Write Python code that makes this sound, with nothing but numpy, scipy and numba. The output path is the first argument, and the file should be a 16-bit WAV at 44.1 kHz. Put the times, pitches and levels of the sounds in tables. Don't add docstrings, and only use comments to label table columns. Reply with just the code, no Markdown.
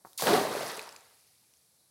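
import sys
import numpy as np
from scipy import signal
from scipy.fft import rfft, irfft
from scipy.io import wavfile
from numba import njit

SR = 44100
rng = np.random.default_rng(int(sys.argv[2]) if len(sys.argv) > 2 else 0)


def materialize(psi):
    bounded = np.clip(np.atleast_2d(psi).T, -1, 1)
    quanta = np.round(bounded * 32767).astype(np.int16)
    wavfile.write(sys.argv[1], SR, quanta)


N = 83790
TIME = np.arange(N) / SR


def undb(db):
    return 10 ** (np.asarray(db) / 20)


def unit(x):
    return x / np.sqrt(np.mean(x ** 2))


def colour(x, points):
    hz, db = np.array(points, float).T
    size = 2048
    bins = np.maximum(np.fft.rfftfreq(size, 1 / SR), 1)
    gain = undb(np.interp(np.log(bins), np.log(hz), db))
    cepstrum = irfft(np.log(gain))
    causal_fold = np.r_[1, np.full(size // 2 - 1, 2), 1, np.zeros(size // 2 - 1)]
    impulse = irfft(np.exp(rfft(cepstrum * causal_fold)))
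    return unit(signal.fftconvolve(x, impulse)[:N])


def butter(x, hz, kind, order):
    return signal.sosfilt(signal.butter(order, hz, kind, fs=SR, output="sos"), x)


@njit
def low_cut(x, hz):
    out, band_state, low_state = np.empty(N), 0., 0.
    damping = 1.1
    for i, g in enumerate(np.tan(np.pi * hz * np.ones(N) / SR)):
        band = (band_state + g * (x[i] - low_state)) / (1 + g * (g + damping))
        out[i] = x[i] - damping * band - low_state - g * band
        band_state, low_state = 2 * band - band_state, low_state + 2 * g * band
    return out


def envelope(start_s, attack_s, hold_s, fade_db_per_s, db):
    fading_s = np.maximum(TIME - start_s - attack_s - hold_s, 0)
    return np.clip((TIME - start_s) / attack_s, 0, 1) * undb(db - fade_db_per_s * fading_s)


@njit
def ring(times, hz, cycles, gain, rise):
    out = np.zeros(N)
    for k in range(len(times)):
        start, life = int(times[k] * SR), cycles[k] * SR / hz[k]
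        for i in range(min(int(6 * life), N - start)):
            phase = 2 * np.pi * hz[k] / SR * i * (1 + .5 * rise * i / life)
            out[start + i] += gain[k] * np.exp(-i / life) * np.sin(phase)
    return out


def pings(rows, cycles, rise=0.):
    times, hz, db = np.array(rows, float).T[:3].copy()
    return ring(times, hz, np.full(len(times), float(cycles)), undb(db), rise)


def cracks(rows, decay_s=.0008):
    out, t = np.zeros(N), TIME[:SR // 50]
    for start_s, *_, db in rows:
        burst = undb(db) * np.exp(-t / decay_s) * rng.standard_normal(len(t))
        i = int(start_s * SR)
        out[i:i + len(t)] += burst[:N - i]
    return out


def bubble_cloud(count, low_hz, high_hz, cycles, scatter_db, rise):
    when, pitch, length, strength = rng.random((count, 4)).T
    hz = (np.sqrt(low_hz) + pitch * (np.sqrt(high_hz) - np.sqrt(low_hz))) ** 2
    accent_db = scatter_db * np.minimum(-np.log(1 - strength), 5)
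    gain = undb(accent_db) * hz ** .75
    return ring(when * N / SR, hz, cycles * (.5 + length), gain, rise)


# f/Hz, gain/dB
AIR_EQ = [(25, 4), (60, 6), (110, 7.5), (250, -2), (600, -3.5), (1500, -8.5), (3000, -12), (4300, -1),
          (7000, -4), (10500, 2), (13000, -5.5), (15500, -12)]
def outdoor_hiss():
    return undb(-68.5) * colour(rng.standard_normal(N), AIR_EQ)


# t/s, length/s, level/dB
CHIRPS = [(1.778, .04, -70.5), (1.827, 0.05, -76)]
def far_chirp(pitch_hz=3970, width_hz=220):
    flutter = unit(butter(rng.standard_normal(N), width_hz / 2, "low", order=2))
    tone = flutter * np.sin(2 * np.pi * pitch_hz * TIME)
    out = np.zeros(N)
    for start_s, length_s, db in CHIRPS:
        progress = np.clip((TIME - start_s) / length_s, 0, 1)
        out += tone * undb(db) * np.sqrt(np.abs(np.sin(np.pi * progress)))
    return out


def bank_scatter(x, t60_s=.74, wet_db=-18.5):
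    tail = butter(rng.standard_normal(N), 3040, "low", order=1) * undb(-60 * TIME / t60_s)
    return undb(wet_db) * signal.fftconvolve(x, tail / np.linalg.norm(tail))[:N]


# f/Hz, gain/dB
FIZZ_EQ = [(300, -25), (1500, -11.5), (2400, -3.5), (3000, -6), (4500, -0.5), (7500, -6), (10500, -1.5),
           (15500, -11)]
GURGLE_EQ = [(200, -35), (450, -5), (800, -2), (1700, -0.5), (2600, -10), (5000, -32)]
def foam():
    fizz = bubble_cloud(20000, low_hz=596, high_hz=15060, cycles=5, scatter_db=2.3, rise=.03)
    gurgle = bubble_cloud(2500, low_hz=350, high_hz=2803, cycles=7, scatter_db=2.5, rise=.04)
    bursting = envelope(start_s=.7, attack_s=.15, hold_s=.3, fade_db_per_s=17.5, db=-65.5)
    settling = envelope(start_s=.76, attack_s=.13, hold_s=.08, fade_db_per_s=86, db=-66.5)
    return colour(fizz, FIZZ_EQ) * bursting + colour(gurgle, GURGLE_EQ) * settling


# t/s, level/dB
KNOCKS = [(0.0492, -30.5), (0.052, -42), (0.0546, -33.5), (0.0633, -43), (0.0697, -39.5), (0.072, -46)]
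# f/Hz, gain/dB
SWISH_EQ = [(300, -15), (1200, -4), (2800, -13), (4300, -1.5), (7000, -4), (10500, 0.5), (15500, -4.5)]
def throw(knock_hz=970):
    knocks = pings([(start_s, knock_hz, db) for start_s, db in KNOCKS], cycles=.7)
    flight = envelope(start_s=.04, attack_s=.02, hold_s=.02, fade_db_per_s=45, db=-61)
    swish = colour(rng.standard_normal(N), SWISH_EQ) * flight
    return swish - butter(knocks, 2200, "low", order=6)


# t/s, f/Hz, level/dB
TICK_AND_DROPS = [(0.132, 3600, -53), (0.1324, 10500, -43), (0.669, 5350, -31), (0.682, 9990, -31),
                  (0.771, 9500, -30), (0.776, 7360, -35), (0.7935, 2420, -29.5), (0.7941, 3900, -28.5),
                  (0.8158, 4570, -34), (0.827, 9200, -37.5), (0.8385, 10200, -37.5), (0.8915, 5230, -35.5),
                  (0.9225, 4980, -43.5), (0.9262, 7500, -37.5), (0.9615, 2370, -46), (0.9628, 4700, -39),
                  (0.9642, 6870, -35), (1.0085, 7000, -47), (1.538, 5600, -49), (1.571, 6520, -54.5)]
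def tick_and_drops():
    snaps = butter(cracks(TICK_AND_DROPS), (2200, 11500), "band", order=2)
    plinks = low_cut(pings(TICK_AND_DROPS, cycles=3.8, rise=.04), 1200)
    return plinks + undb(-5.5) * snaps


# f/Hz, gain/dB
PATTER_EQ = [(60, -46), (130, -17), (270, -10.5), (450, -1), (900, -.5), (1600, -2.5), (2900, -11),
             (4300, -8), (7000, -14.5), (11000, -14), (15500, -22)]
def falling_water():
    patter = bubble_cloud(24000, low_hz=111.2, high_hz=14900, cycles=2.78, scatter_db=2.5, rise=.043)
    shower = envelope(start_s=.4447, attack_s=.11, hold_s=.1522, fade_db_per_s=79.5, db=-38)
    return colour(patter, PATTER_EQ) * shower


# f/Hz, gain/dB
SPRAY_EQ = [(200, -18), (900, -2), (1800, -1), (2900, -2), (4300, 3.5), (7000, -1.5), (11000, -0.35),
            (15500, -5.5)]
def mesh_spray(contact_s=.1752, sweep_s=.009):
    mist = bubble_cloud(45000, low_hz=298, high_hz=15500, cycles=2.5, scatter_db=2, rise=.02)
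    edge_hz = 760 + 8000 * np.exp(-np.maximum(TIME - contact_s, 0) / sweep_s)
    burst = envelope(contact_s, attack_s=.0015, hold_s=.18, fade_db_per_s=83, db=-35)
    return low_cut(colour(mist, SPRAY_EQ), edge_hz) * burst


# t/s, f/Hz, thud level/dB, crack level/dB
SLAPS = [(0.2226, 633, -18, -21), (0.2655, 700, -20.5, -38.5), (0.2695, 860, -13.5, -34),
         (0.2704, 1684, -14, -26), (0.2712, 3200, -13.5, -31.5), (0.2795, 1000, -16, -35.5),
         (0.282, 1300, -14.5, -34)]
def frame_slap(sizzle_s=.02):
    since_hit = TIME - SLAPS[0][0]
    sheet = undb(-34) * (since_hit > 0) * np.exp(-np.abs(since_hit) / sizzle_s)
    sizzle = low_cut(rng.standard_normal(N), 6000) * sheet
    hits = pings(SLAPS, cycles=1.2) + cracks(SLAPS)
    return sizzle + low_cut(hits, 230)


# t/s, level/dB
CHURN_FADER = [(0.212, -75.5), (0.221, -54), (0.225, -33), (0.262, -34.5), (0.272, -23.5), (0.345, -23.5),
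               (0.385, -29), (0.49, -36.5), (0.62, -43), (0.75, -56), (1.0, -83)]
# f/Hz, gain/dB
CHURN_EQ = [(40, -44), (70, -26), (120, -4), (250, -5), (400, 0), (800, .5), (1200, -6), (1900, -11),
            (2800, -17), (4000, -15.5), (7000, -29.5), (15000, -42.5)]
# t/s, f/Hz, level/dB
GULPS = [(0.198, 1024, -30.5), (0.211, 755, -34.5), (0.232, 474, -28), (0.306, 332, -19), (0.309, 836, -25),
         (0.3305, 410, -13.5), (0.3335, 417, -17.5), (0.342, 890, -20), (0.349, 700, -20),
         (0.379, 378, -21), (0.398, 770, -26.5), (0.412, 432, -27), (0.433, 855, -29), (0.452, 620, -22),
         (0.507, 474, -28.5), (0.551, 563, -25.5), (0.568, 410, -28), (0.608, 639, -26.5),
         (0.628, 562, -29), (0.78, 430, -38.5), (0.876, 920, -37.5), (1.43, 830, -65.5)]
def cavity_collapse():
    churn = bubble_cloud(14000, low_hz=80.03, high_hz=9940, cycles=4, scatter_db=2, rise=.04)
    churn_db = np.interp(TIME, *np.array(CHURN_FADER).T)
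    gulps = low_cut(pings(GULPS, cycles=3.88, rise=.025), 263)
    return colour(churn, CHURN_EQ) * undb(churn_db) + gulps


def scene():
    action = throw() + mesh_spray() + frame_slap() + cavity_collapse()
    action += falling_water() + tick_and_drops() + foam()
    return (action + bank_scatter(action) + outdoor_hiss() + far_chirp())[None]


def record(dry, bottom_hz=75, top_hz=16100):
    thinned = butter(dry, bottom_hz, "high", order=4)
    return signal.sosfilt(signal.ellip(10, .2, 70, top_hz, fs=SR, output="sos"), thinned)


dry = scene()
out = record(dry)
materialize(out)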